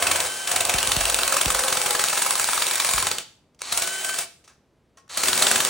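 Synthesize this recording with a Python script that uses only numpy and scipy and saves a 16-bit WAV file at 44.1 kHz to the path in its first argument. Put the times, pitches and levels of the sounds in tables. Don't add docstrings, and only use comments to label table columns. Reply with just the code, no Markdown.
import sys
import numpy as np
from scipy import signal
from scipy.fft import rfft, irfft, next_fast_len
from scipy.io import wavfile

SR = 44100
rng = np.random.default_rng(int(sys.argv[2]) if len(sys.argv) > 2 else 0)


def int16_out(signal):
    q = np.round(np.clip(np.atleast_2d(signal).T, -1, 1) * 32767)
    wavfile.write(sys.argv[1], SR, q.astype(np.int16))


N = 250929
TIME = np.arange(N) / SR

# start in seconds, stop in seconds, share of full speed,
# gear noise in dB at full speed.
DRILL_RUNS = [(-1, 3.262, 1, -35.5), (3.59, 4.285, 1.003, -35.5), (5.07, 7, 1, -29.5)]
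# centre in Hz, width in Hz, lift in dB.
SHEET_MODES = [(381, 16, 9), (492, 36, 4.5), (552, 120, 5), (676, 45, 7), (838, 30, 4.5), (1095, 25, 4),
               (1170, 45, 0.5), (1320, 50, 4.5), (1680, 50, 3), (2265, 36, 5), (2630, 70, 4.5),
               (3236, 45, 1.5), (3886, 120, 3), (4635, 50, 3), (5720, 90, 4), (7060, 110, 6.5),
               (8250, 150, 2.5), (8900, 150, 3), (9930, 80, 2.5)]
# frequency in Hz, relative level in dB.
KNOCK_SPECTRUM = [(100, -28.5), (300, -19.5), (550, -7.5), (900, -2), (1250, 5), (1800, 1.5), (2500, -17.5),
                  (6000, -35.5)]
# frequency in Hz, relative level in dB.
THUD_SPECTRUM = [(22, -34), (40, -17), (60, 4), (90, -1), (140, -5), (250, 0.5), (500, -12.5), (900, -12.5)]


def from_db(db):
    return 10 ** (np.asarray(db) / 20)


def rms_one(x):
    return x / np.sqrt(np.mean(x ** 2) + 1e-20)


def in_time(rows):
    s, *columns = np.transpose(rows)
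    return [np.interp(TIME, s, column) for column in columns]


def drift(rate_hz):
    return rms_one(np.interp(TIME * rate_hz, np.arange(4096), rng.standard_normal(4096)))


def colour(x, spectrum, modes=(), size=8192):
    hz = np.maximum(np.fft.rfftfreq(size, 1 / SR), 1)
    points = np.array(spectrum)
    db = np.interp(np.log(hz), np.log(points[:, 0]), points[:, 1])
    for centre_hz, width_hz, lift_db in modes:
        db = db + lift_db / (1 + (2 * (hz - centre_hz) / width_hz) ** 2)
    cepstrum = irfft(np.log(from_db(db)))[:size // 2]
    cepstrum[1:] *= 2
    response = irfft(np.exp(rfft(cepstrum, size)))
    return signal.fftconvolve(x, response / np.linalg.norm(response))[:len(x)]


def grains(per_s, spread_db):
    hits = rng.random(N) < per_s / SR
    signs = rng.choice([-1, 1], N)
    sizes = from_db(spread_db * np.clip(rng.standard_normal(N), -2, 2))
    return rms_one(hits * signs * sizes)


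def bursts(times_s, levels_db, rise_s, decay_s):
    out = np.zeros(N)
    for s, db, rise, decay in np.broadcast(times_s, levels_db, rise_s, decay_s):
        near = slice(max(int((s - 8 * rise) * SR), 0), int((s + 8 * decay) * SR))
        t = TIME[near] - s
        out[near] += from_db(db) * np.exp(np.minimum(t / rise, -t / decay))
    return out


def ring(times_s, levels_db, hz, t60_s):
    clicks = np.zeros(N)
    clicks[(np.asarray(times_s) * SR).astype(int)] = from_db(levels_db)
    radius = from_db(-60 / (t60_s * SR))
    turn = 2 * np.pi * hz / SR
    feedback = [1, -2 * radius * np.cos(turn), radius * radius]
    return signal.lfilter([0, np.sin(turn)], feedback, clicks + 1e-18)


def resonance(x, hz, width_hz):
    return signal.lfilter(*signal.iirpeak(hz, hz / width_hz, fs=SR), x)


def gliding(x, hz, width_hz):
    turn = np.exp(2j * np.pi * np.cumsum(hz) / SR)
    radius = np.exp(-np.pi * width_hz / SR)
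    return 2 * (turn * signal.lfilter([1 - radius], [1, -radius], x / turn)).real


def bite_at(times_s):
    return np.clip(np.searchsorted(times_s - .015, TIME) - 1, 0, len(times_s) - 1)


def uneven(x, times_s, spread_db=2.3):
    # centre in Hz, width in Hz.
    head_modes = [(2800, 400), (3900, 450), (4450, 300), (5300, 200), (6100, 160), (7060, 130), (7500, 160),
                  (8050, 160), (8500, 160), (9400, 900)]
    which = bite_at(times_s)
    draws = np.clip(rng.standard_normal((len(times_s), len(head_modes))), -1.5, 1.5)
    gains = from_db(spread_db * draws - 1.0)
    for k, (hz, width_hz) in enumerate(head_modes):
        x = x + resonance(x * (gains[which, k] - 1), hz, width_hz)
    return x


def punch(s, snap_db, clank_db, knock_db, rattle_db, clank_hz, shear_s):
    # frequency in Hz, relative level in dB.
    snap_spectrum = [(200, -28), (1000, -9), (4800, -7.5), (6000, -1.5), (8300, 3.5), (10500, 1),
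                     (12500, -3.5), (15500, -3.5)]
    clank_spectrum = [(300, -30), (1700, -15), (2500, -4), (3100, -0.5), (3800, 3), (4500, -1.5),
                      (5300, -13), (9000, -26)]
    rattle_spectrum = [(300, -10), (1200, -5.5), (2500, 1.5), (5000, -1.5), (8000, 3), (11000, 1),
                       (15500, -2.5)]
    # frequency in Hz, relative level in dB,
    # t60 in seconds.
    bite_notes = [(1010, -5, 0.018), (1290, -3, 0.026), (1750, -7, 0.018)]

    snap = bursts(s, snap_db + 1.3, rise_s=shear_s / 3, decay_s=shear_s)
    snap = snap * grains(per_s=40000, spread_db=1.0)
    clank = bursts(s, clank_db - 2.4, rise_s=.0004 + shear_s / 3, decay_s=.001 + shear_s)
    clank = clank * grains(per_s=40000, spread_db=1.0)
    pitched = gliding(clank, clank_hz[bite_at(s)], width_hz=260)
    clank = colour(clank, clank_spectrum) + from_db(7.0) * pitched
    rattle = bursts(s, rattle_db - 1.4, rise_s=.0026, decay_s=.009)
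    rattle = rattle * grains(per_s=9000, spread_db=3.5)
    head = uneven(colour(snap, snap_spectrum) + clank + colour(rattle, rattle_spectrum, SHEET_MODES), s)

    knock_s = s - .0005
    knock = bursts(knock_s, knock_db + .3, rise_s=.002, decay_s=.0045)
    knock = knock * grains(per_s=15000, spread_db=1.0)
    notes = np.zeros(N)
    for k, (hz, db, t60_s) in enumerate(bite_notes):
        strike_db = knock_db + db + .8 + rng.normal(0, 2.5, len(s))
        notes += (-1) ** k * ring(knock_s, strike_db, hz, t60_s)
    thud = bursts(s + .004, knock_db - 11.5, rise_s=.0009, decay_s=.0053)
    thud = thud * grains(per_s=6000, spread_db=1.0)
    return head + notes + colour(knock, KNOCK_SPECTRUM, SHEET_MODES) + colour(thud, THUD_SPECTRUM)


def chatter(bite_s, speed, return_s=.021, scrape_db=-4.5, clatter_db=-.9, drone_db=-.8,
            speed_power=5.0, rough_db=1.5, uneven_db=2.3):
    # time in seconds, bright clatter in dB, sheet drone in dB,
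    # both at full speed before roughness and trim.
    feed = [(0, -27, -31.5), (.25, -27.5, -33.5), (.31, -32.5, -41), (.45, -35, -47), (.49, -29, -35),
            (1.1, -26.3, -34), (1.85, -26.3, -33.5), (2.2, -25.5, -39), (2.98, -25.5, -41),
            (3.2, -36.5, -46), (3.69, -40, -52), (3.73, -23.5, -34), (3.9, -30.5, -47), (4.14, -32, -51),
            (4.22, -27, -40), (5.15, -30, -38), (5.19, -22.5, -34.5), (5.35, -23.5, -37),
            (5.43, -22.8, -29), (5.69, -24.5, -35)]
    # frequency in Hz, relative level in dB.
    clatter_spectrum = [(200, -35.5), (700, -9), (1200, -3), (2000, 1.3), (3500, -2.5), (5500, -0.5),
                        (7000, -0.5), (8700, 5.5), (10500, 1), (12500, -3), (15500, 1.5)]
    drone_spectrum = [(40, -22), (120, -13), (280, -9), (480, -4.5), (750, -2), (1100, 0.5), (2000, -14),
                      (6000, -29)]

    bright, low = from_db(in_time(feed)) * speed ** speed_power * from_db(rough_db * drift(rate_hz=260))
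    late, hard = rng.standard_normal((len(bite_s), 2)).T
    scrape_s = bite_s + return_s + .003 * late
    hard_db = scrape_db + uneven_db * np.clip(hard, -1.5, 1.5)
    scrape = 1 + bursts(scrape_s, hard_db, rise_s=.007, decay_s=.006)
    clatter = bright * scrape * grains(per_s=7000, spread_db=2.6)
    clatter = uneven(colour(clatter, clatter_spectrum, SHEET_MODES), bite_s, spread_db=3.5)
    drone = colour(low * grains(per_s=2500, spread_db=2.5), drone_spectrum, SHEET_MODES)
    return from_db(clatter_db) * clatter + from_db(drone_db) * drone


def swelling_bands(x, fade_s=.06):
    # start in seconds, end in seconds, start in Hz, end in Hz, width in Hz, lift in dB.
    lifted_bands = [(-.1, 0.24, 2240, 2240, 170, 5), (-.1, .3, 705, 705, 45, 6),
                    (0.48, 0.82, 715, 730, 40, 12), (-.1, .9, 2700, 2600, 350, 3.5),
                    (.9, 1.45, 2640, 2640, 200, 3.5), (.9, 1.15, 700, 675, 40, 5),
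                    (1.05, 1.42, 560, 530, 40, 6), (1.48, 2.02, 540, 480, 35, 7),
                    (1.2, 1.55, 1100, 1085, 40, 5), (1.5, 2.45, 835, 815, 30, 6),
                    (2.1, 3.17, 950, 920, 130, 4.5), (2.72, 3.14, 1120, 1020, 30, 9),
                    (2.5, 3.15, 2310, 2310, 222, 3), (2, 3.1, 3800, 3700, 600, 1),
                    (3.68, 3.93, 700, 680, 35, 8), (4.13, 4.33, 700, 680, 40, 10),
                    (5.1, 5.28, 4300, 4150, 250, 5), (5.28, 5.53, 4150, 4150, 800, 3),
                    (5.15, 5.75, 215, 215, 70, 7), (.79, 1.0, 2980, 2980, 130, 6),
                    (2.15, 2.42, 10150, 9750, 200, 8), (2.83, 3.03, 7060, 7060, 50, 10),
                    (3.02, 3.12, 2970, 2970, 100, 4), (2.95, 3.25, 400, 380, 120, 6),
                    (2.98, 3.24, 160, 160, 70, 8), (3.62, 3.76, 4200, 4200, 400, 5),
                    (3.7, 3.86, 925, 925, 50, 7), (3.9, 4.14, 670, 670, 35, 6),
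                    (3.7, 3.85, 5880, 5880, 90, 7), (5.36, 5.62, 7600, 7450, 250, 4)]
    out = x.copy()
    for start_s, end_s, from_hz, to_hz, width_hz, lift_db in lifted_bands:
        span = (TIME > start_s) & (TIME < end_s)
        t = TIME[span]
        swell = np.clip(np.minimum(t - start_s, end_s - t) / fade_s, 0, 1)
        passed = gliding(x[span], np.interp(t, [start_s, end_s], [from_hz, to_hz]), width_hz)
        out[span] += (from_db(lift_db) - 1) * swell * passed
    return out


def motor_speed(spin_up_s=.035, creep_s=.092, brake_s=.027, creep_share=.58):
    speed = 0
    for start_s, stop_s, top, _ in DRILL_RUNS:
        since = np.maximum(TIME - start_s, 0)
        left = np.maximum(stop_s - TIME, 0)
        leap = 1 - np.exp(-since / spin_up_s)
        creep = 1 - creep_share * np.exp(-since / creep_s)
        brake = 1 - np.exp(-left / brake_s)
        speed = speed + top * leap * creep * brake
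    return speed


def whine(angle, mesh_order=4, flutter_db=1.6):
    # time in seconds, then level in dB at full speed before flutter of the motor note,
    # the gear mesh, its overtone and the shrill lines.
    whine_levels = [(0, -49, -38, -41, -50), (.2, -48, -39, -42, -50), (.3, -50, -38.5, -38, -47),
                    (.42, -51, -38, -38, -47), (.52, -49, -38, -42, -50), (.9, -50, -38.5, -43, -50),
                    (1.7, -54, -39.5, -46, -52), (2.1, -54, -43, -48, -52), (3.1, -53, -43, -48, -52),
                    (3.18, -56, -52, -57, -57), (3.72, -52, -40, -47, -52), (3.87, -46, -34, -38.5, -42),
                    (3.98, -47, -34.5, -35.5, -36), (4.04, -49, -37, -46, -37), (4.1, -49, -30.5, -39, -38),
                    (4.145, -51, -31.5, -43, -42), (4.175, -55, -43, -50, -50), (5.2, -52, -38, -50, -52),
                    (5.27, -43, -32.5, -46, -50), (5.32, -39, -36, -48, -50), (5.45, -41, -39, -48, -50),
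                    (5.69, -48, -42, -48, -50)]
    shrill_offsets_db = [-8, -5, 0]
    shrill_orders = [18, 20, 23]

    motor_db, mesh_db, overtone_db, shrill_db = in_time(whine_levels)
    lines = [(1, motor_db), (mesh_order, mesh_db), (2 * mesh_order, overtone_db)]
    lines += [(order, shrill_db + db) for order, db in zip(shrill_orders, shrill_offsets_db)]
    return sum(from_db(db + flutter_db * drift(rate_hz=70)) * np.sin(order * angle) for order, db in lines)


def drill(bite_s, speed, full_turns_per_s=386, gear_ratio=17.28, shakes_per_stroke=4, wobble=.0022,
          tooth_depth=.25, jolt_db=2.5, rumble_db=-5.0, gear_power=3.5):
    # time in seconds, level in dB before speed, jolt and wander.
    shake_levels = [(0, -43), (.25, -44), (.45, -68), (.55, -46.5), (.95, -40), (1.3, -59.5), (2.8, -68),
                    (3.05, -43.5), (3.22, -64), (3.76, -46), (3.88, -73), (5.1, -70), (5.2, -48),
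                    (5.45, -50)]
    # frequency in Hz, relative level in dB.
    gear_spectrum = [(100, -15.5), (250, -5), (380, -4.5), (550, -5), (680, 2.5), (950, -2), (1300, 0),
                     (2000, -2), (5500, -2), (7600, 3), (10000, -3.5), (15500, -7.5)]

    starts_s, _, _, gear_db = np.transpose(DRILL_RUNS)
    run = np.searchsorted(starts_s, TIME) - 1
    turns_per_s = full_turns_per_s * speed * (1 + wobble * drift(rate_hz=70))
    angle = 2 * np.pi * np.cumsum(turns_per_s) / SR
    drive = speed ** gear_power
    tick = 1 + tooth_depth * np.cos(angle)
    teeth = drive * from_db(gear_db[run]) * grains(per_s=12000, spread_db=5.0) * tick
    jolt = .4 + bursts(bite_s + .0092, jolt_db, rise_s=.0034, decay_s=.016)
    shake = drive * jolt * from_db(in_time(shake_levels)[0] + 2.0 * drift(rate_hz=36))
    hum = shake * np.sin(angle * shakes_per_stroke / gear_ratio)
    rumble = from_db(rumble_db) * colour(shake * rng.standard_normal(N), THUD_SPECTRUM)
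    return drive * whine(angle) + colour(teeth, gear_spectrum) + hum + rumble


def slow_starts(delay_s=.018, length_s=.15, fade_s=.02, buzz_db=-33.5):
    # frequency in Hz, relative level in dB.
    buzz_spectrum = [(200, -16), (750, -3), (1020, 5), (1300, 0.5), (3500, 1.5), (4250, 8), (5000, -2),
                     (7700, 2.5), (15000, -14.5)]
    knots_s = [0, fade_s, length_s - fade_s, length_s]
    level = sum(np.interp(TIME - start_s - delay_s, knots_s, [0, .55, 1.2, 0]) for start_s, *_ in DRILL_RUNS)
    return colour(from_db(buzz_db) * level * grains(per_s=6000, spread_db=4.0), buzz_spectrum)


def bumps(top_hz=560, end_hz=45, glide_s=.0036, swell_s=.0075, bluntness=1.4, sway_hz=54):
    # time in seconds, peak level in dB.
    bump_times = [(.742, -27), (.877, -33.5), (.966, -23.5), (1.460, -22.5), (2.938, -31)]
    # time in seconds, peak level in dB, decay in seconds.
    bench_sways = [(1.01, -35.5, .16), (1.55, -35, .03), (2.965, -41, .04)]
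    out = np.zeros(N)
    for s, db in bump_times:
        t = np.clip(TIME - s, 0, 1)
        cycles = end_hz * t + (top_hz - end_hz) * glide_s * (1 - np.exp(-t / glide_s))
        swell = np.sqrt(t / swell_s) * np.exp((1 - (t / swell_s) ** bluntness) / (2 * bluntness))
        out += from_db(db) * swell * np.sin(2 * np.pi * cycles)
    s, db, decay_s = np.transpose(bench_sways)
    return out + bursts(s, db, rise_s=.015, decay_s=decay_s) * np.sin(2 * np.pi * sway_hz * TIME)


def touches():
    # time in seconds, scuff in dB, knock in dB, decay in seconds, sheet ring in dB.
    contacts = [(3.548, -55, -68, 0.00295, -94), (3.592, -46, -57, 0.0093, -77),
                (3.607, -46, -54, .01, -78), (3.6188, -21, -33, 0.0015, -68), (4.441, -54, -70, 0.026, -82),
                (4.478, -52, -53, 0.035, -78), (4.973, -50, -56, 0.019, -52), (5.08, -55, -46, .002, -79),
                (5.096, -42, -45, 0.009, -76), (5.111, -47, -40, 0.0038, -72)]
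    # frequency in Hz, relative level in dB, t60 in seconds.
    free_ring = [(681, -4, .1), (1085, 0, 0.42), (1875, -7, .3), (5184, -29, .2), (7009, -15, .12)]
    # frequency in Hz, relative level in dB.
    scuff_spectrum = [(300, -10), (1200, -5), (2500, 1.5), (4800, 0), (6100, 4.5), (7200, -1), (8400, 1),
                      (11000, -4), (15500, -8)]
    s, scuff_db, knock_db, decay_s, ring_db = np.transpose(contacts)
    scuff = bursts(s, scuff_db, rise_s=.001, decay_s=decay_s) * grains(per_s=14000, spread_db=7.0)
    knock = bursts(s, knock_db, rise_s=.001, decay_s=decay_s) * grains(per_s=6200, spread_db=15.0)
    rings = sum(ring(s, ring_db + db, hz, t60_s) for hz, db, t60_s in free_ring)
    scuff = colour(scuff, scuff_spectrum, SHEET_MODES)
    return scuff + colour(knock, KNOCK_SPECTRUM, SHEET_MODES) + rings


def ping():
    # time in seconds, level in dB, frequency in Hz, t60 in seconds.
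    punch_ring = [(3.6185, -22, 8620, .02)]
    return sum(ring([s], [db], hz, t60_s) for s, db, hz, t60_s in punch_ring)


def squeak():
    # start in seconds, end in seconds, start in Hz, end in Hz, peak level in dB.
    guide_squeak = (5.188, 5.212, 4000, 4550, -30)
    start_s, end_s, from_hz, to_hz, db = guide_squeak
    along = np.clip((TIME - start_s) / (end_s - start_s), 0, 1)
    cycles = np.cumsum(from_hz + (to_hz - from_hz) * along) / SR
    return from_db(db) * np.sin(np.pi * along) * np.sin(2 * np.pi * cycles)


def at_ports(x):
    # frequency in Hz, lead in radians.
    port_phase = [(0, 0), (4000, .1), (4650, .6), (5000, 1.8), (5400, 0), (6300, .1), (7200, .6),
                  (10700, 2.3), (12500, 3.1), (15500, 4.2)]
    size = next_fast_len(N + SR // 10)
    lead = np.interp(np.fft.rfftfreq(size, 1 / SR), *np.transpose(port_phase))
    halves = np.array([[.5], [-.5]])
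    return irfft(rfft(x, size) * np.exp(1j * lead * halves), size)[:, :N]


def garage(x, first_echo_s=.004, t60_s=.41):
    # frequency in Hz, relative level in dB.
    room_spectrum = [(60, 4.5), (300, 2.5), (1500, 4), (5000, 7.5), (9000, -2.5), (15000, -10.5)]
    side_spectrum = [(60, -9), (250, -8), (550, 4.5), (1500, -0.5), (3000, 0.5), (15000, 5.5)]
    t = TIME[:SR]
    tail = from_db(-60 * t / t60_s) * (t > first_echo_s)
    mid = colour(tail * rng.standard_normal(SR), room_spectrum)
    side = colour(colour(tail * rng.standard_normal(SR), room_spectrum), side_spectrum)
    responses = (mid + side, mid - side)
    return np.array([signal.fftconvolve(x, h / np.linalg.norm(h))[:N] for h in responses])


def still_air(level_db=-63.5):
    # frequency in Hz, relative level in dB.
    air_spectrum = [(25, -14), (45, -6), (80, 0.5), (130, -1.5), (200, -3.5), (300, -6), (400, -6.5),
                    (750, -13.3), (1500, -21.5), (3500, -27.5), (9000, -35.5), (15000, -46.5)]
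    shared, left, right = (colour(rng.standard_normal(N), air_spectrum) for _ in range(3))
    return from_db(level_db) * (shared + .2 * np.array([left, right]))


def scene(scatter_db=-10.0, garage_db=-12.3):
    # time in seconds; chip snap, head clank, sheet knock and rattle in dB before trim;
    # clank pitch in Hz; shearing time in seconds.
    bites = [(0.0256, -17.2, -21.4, -24.1, -14.8, 2300.0, 0.0033),
             (0.0702, -16.4, -19.8, -24.5, -15.0, 2720.0, 0.0033),
             (0.115, -20.7, -21.3, -22.5, -13.2, 2300.0, 0.0033),
             (0.1596, -22.0, -21.8, -26.7, -17.0, 2480.0, 0.0033),
             (0.2036, -11.3, -17.1, -29.6, -18.4, 3130.0, 0.0005),
             (0.2498, -28.6, -35.2, -33.8, -25.7, 2300.0, 0.0033),
             (0.4749, -26.4, -29.3, -30.6, -19.3, 2590.0, 0.0033),
             (0.5162, -17.1, -23.1, -29.9, -16.6, 2300.0, 0.0033),
             (0.562, -19.9, -20.8, -21.0, -15.4, 2940.0, 0.0033),
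             (0.607, -16.7, -22.2, -28.0, -16.7, 3770.0, 0.0033),
             (0.652, -10.9, -17.1, -32.0, -23.4, 2620.0, 0.0013),
             (0.696, -17.2, -20.7, -25.5, -15.7, 2560.0, 0.0033),
             (0.74, -14.3, -14.7, -26.1, -19.3, 2610.0, 0.0011),
             (0.785, -17.8, -18.0, -25.7, -17.4, 2860.0, 0.0033),
             (0.8294, -8.6, -14.4, -30.3, -24.0, 2900.0, 0.0005),
             (0.8738, -14.3, -15.9, -34.9, -24.5, 3600.0, 0.0013),
             (0.919, -11.2, -12.7, -26.8, -16.7, 3030.0, 0.0011),
             (0.9656, -11.5, -16.7, -28.9, -24.2, 4190.0, 0.0013),
             (1.01, -19.5, -22.0, -24.7, -16.8, 2670.0, 0.0033),
             (1.0547, -7.6, -15.6, -24.8, -21.9, 2850.0, 0.0005),
             (1.0992, -16.9, -22.2, -26.5, -17.6, 2620.0, 0.0033),
             (1.1447, -8.4, -13.9, -33.4, -22.8, 2700.0, 0.0009),
             (1.189, -18.5, -21.5, -23.3, -19.7, 3610.0, 0.0033),
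             (1.2336, -5.3, -13.6, -26.9, -25.7, 3280.0, 0.0005),
             (1.2785, -10.7, -16.1, -29.1, -23.0, 2680.0, 0.0017),
             (1.3246, -15.2, -23.9, -23.0, -15.7, 2670.0, 0.0033),
             (1.3684, -15.9, -23.0, -22.1, -16.0, 2620.0, 0.0033),
             (1.4131, -14.7, -19.7, -23.9, -14.1, 3510.0, 0.0033),
             (1.4583, -6.8, -16.1, -31.7, -23.9, 2860.0, 0.0007),
             (1.5038, -13.8, -22.7, -20.8, -16.1, 3890.0, 0.0026),
             (1.5482, -21.2, -26.2, -22.3, -16.7, 2640.0, 0.0033),
             (1.5929, -17.2, -25.9, -25.9, -19.1, 2710.0, 0.0033),
             (1.6378, -14.7, -18.3, -22.5, -20.5, 3660.0, 0.0011),
             (1.6822, -17.3, -19.9, -23.5, -17.9, 3360.0, 0.0026),
             (1.7266, -19.9, -23.0, -23.5, -14.9, 3700.0, 0.0033),
             (1.7718, -17.3, -18.8, -22.2, -18.5, 2720.0, 0.0026),
             (1.8162, -10.3, -15.4, -31.6, -21.8, 4570.0, 0.0005),
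             (1.862, -17.2, -23.7, -25.6, -17.3, 2950.0, 0.0033),
             (1.9078, -12.3, -17.7, -25.8, -26.2, 3910.0, 0.0021),
             (1.9516, -25.7, -23.7, -20.6, -18.1, 3170.0, 0.0033),
             (1.9952, -22.9, -22.8, -26.1, -15.4, 3900.0, 0.0033),
             (2.04, -5.9, -13.8, -23.5, -20.5, 4120.0, 0.0005),
             (2.0854, -14.3, -17.8, -29.8, -25.0, 4020.0, 0.0013),
             (2.1302, -22.6, -24.2, -24.4, -20.7, 3780.0, 0.0017),
             (2.1754, -22.3, -24.0, -22.0, -18.8, 3140.0, 0.0033),
             (2.2207, -23.3, -26.7, -25.3, -15.6, 3840.0, 0.0033),
             (2.2632, -13.1, -19.4, -24.5, -18.5, 3110.0, 0.0005),
             (2.3082, -6.9, -16.4, -26.3, -21.5, 2490.0, 0.0007),
             (2.355, -8.3, -14.8, -27.2, -23.4, 3680.0, 0.0005),
             (2.3976, -15.2, -19.3, -23.4, -20.5, 3190.0, 0.0011),
             (2.4432, -10.5, -19.0, -28.8, -22.9, 3880.0, 0.0007),
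             (2.4885, -25.8, -25.2, -22.2, -21.7, 3870.0, 0.0033),
             (2.5331, -14.2, -16.5, -23.2, -26.0, 3670.0, 0.0011),
             (2.5777, -21.2, -24.3, -23.7, -23.0, 3670.0, 0.0021),
             (2.6223, -17.2, -13.9, -24.3, -20.0, 3240.0, 0.0021),
             (2.6677, -9.2, -18.8, -31.2, -27.8, 3830.0, 0.0005),
             (2.7118, -12.6, -18.4, -26.7, -18.7, 3840.0, 0.0005),
             (2.7565, -8.8, -18.6, -30.9, -27.8, 3750.0, 0.0005),
             (2.8006, -15.6, -15.5, -25.5, -17.8, 3710.0, 0.0026),
             (2.8481, -15.0, -21.6, -25.2, -19.7, 2300.0, 0.0026),
             (2.8912, -21.7, -21.5, -22.6, -19.9, 3780.0, 0.0033),
             (2.9364, -10.1, -16.9, -28.8, -24.8, 3750.0, 0.0011),
             (2.9809, -23.5, -22.9, -23.6, -18.2, 3590.0, 0.0033),
             (3.0264, -9.6, -18.0, -28.9, -24.6, 2310.0, 0.0005),
             (3.0696, -16.3, -16.8, -25.8, -18.2, 2920.0, 0.0017),
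             (3.1149, -13.8, -18.1, -30.0, -19.6, 3940.0, 0.0007),
             (3.1846, -17.2, -21.0, -41.1, -29.2, 2960.0, 0.0009),
             (3.7252, -20.2, -27.9, -28.9, -16.5, 4170.0, 0.0033),
             (3.7756, -18.3, -28.2, -29.8, -14.1, 3030.0, 0.0033),
             (3.8216, -23.8, -28.1, -33.9, -16.3, 4010.0, 0.0033),
             (3.8749, -23.4, -32.0, -32.8, -21.9, 3040.0, 0.0033),
             (4.0474, -23.3, -35.5, -35.6, -21.1, 3090.0, 0.0033),
             (4.0926, -28.8, -32.9, -31.7, -21.3, 3090.0, 0.0033),
             (4.1426, -30.6, -29.5, -32.2, -25.8, 2650.0, 0.0033),
             (4.1884, -19.6, -34.9, -31.2, -18.1, 2300.0, 0.0033),
             (5.1748, -21.9, -27.5, -26.1, -15.8, 4160.0, 0.0033),
             (5.2357, -21.3, -23.6, -25.9, -14.8, 3970.0, 0.0033),
             (5.2583, -16.2, -19.1, -34.0, -21.6, 3550.0, 0.0005),
             (5.2845, -19.0, -19.8, -20.3, -13.0, 3810.0, 0.0033),
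             (5.3311, -12.4, -10.3, -26.6, -21.8, 3790.0, 0.0005),
             (5.3776, -8.7, -16.3, -24.9, -20.6, 4390.0, 0.0005),
             (5.4238, -13.8, -14.9, -20.5, -10.4, 3830.0, 0.0033),
             (5.4689, -11.1, -11.2, -20.9, -15.8, 3690.0, 0.0013),
             (5.5143, -5.5, -18.4, -19.1, -14.3, 4270.0, 0.0005),
             (5.5592, -15.2, -18.0, -23.0, -15.3, 3830.0, 0.0033),
             (5.6044, -10.4, -11.7, -24.4, -16.5, 4010.0, 0.0005),
             (5.65, -5.5, -13.4, -29.0, -20.9, 3710.0, 0.0005)]
    # frequency in Hz, relative level in dB.
    scatter_spectrum = [(30, -9.5), (120, -9), (300, -5.5), (600, -2.5), (1400, -5), (2500, -7.5),
                        (3300, 3), (5000, 7), (6100, -1), (8000, 4.5), (11000, 2), (12800, -3),
                        (15000, 5.5)]

    speed = motor_speed()
    bite_s, *strengths = np.transpose(bites)
    work = swelling_bands(punch(bite_s, *strengths) + chatter(bite_s, speed) + drill(bite_s, speed))
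    work = work + slow_starts() + bumps() + touches() + ping() + squeak()
    far = swelling_bands(punch(bite_s, *strengths) + chatter(bite_s, speed))
    wide = at_ports(colour(far, scatter_spectrum)) * np.array([[1], [-1]])
    return at_ports(work) + from_db(scatter_db) * wide + from_db(garage_db) * garage(work) + still_air()


def record(dry, low_cut_hz=25, cutoff_hz=16000, ceiling=.85):
    low_cut = signal.butter(2, low_cut_hz, "high", fs=SR, output="sos")
    heard = signal.sosfilt(low_cut, dry)
    steep = signal.firwin(301, cutoff_hz, fs=SR)
    return signal.fftconvolve(ceiling * np.tanh(heard / ceiling), steep[None], mode="same")


dry = scene()
out = record(dry)
int16_out(out)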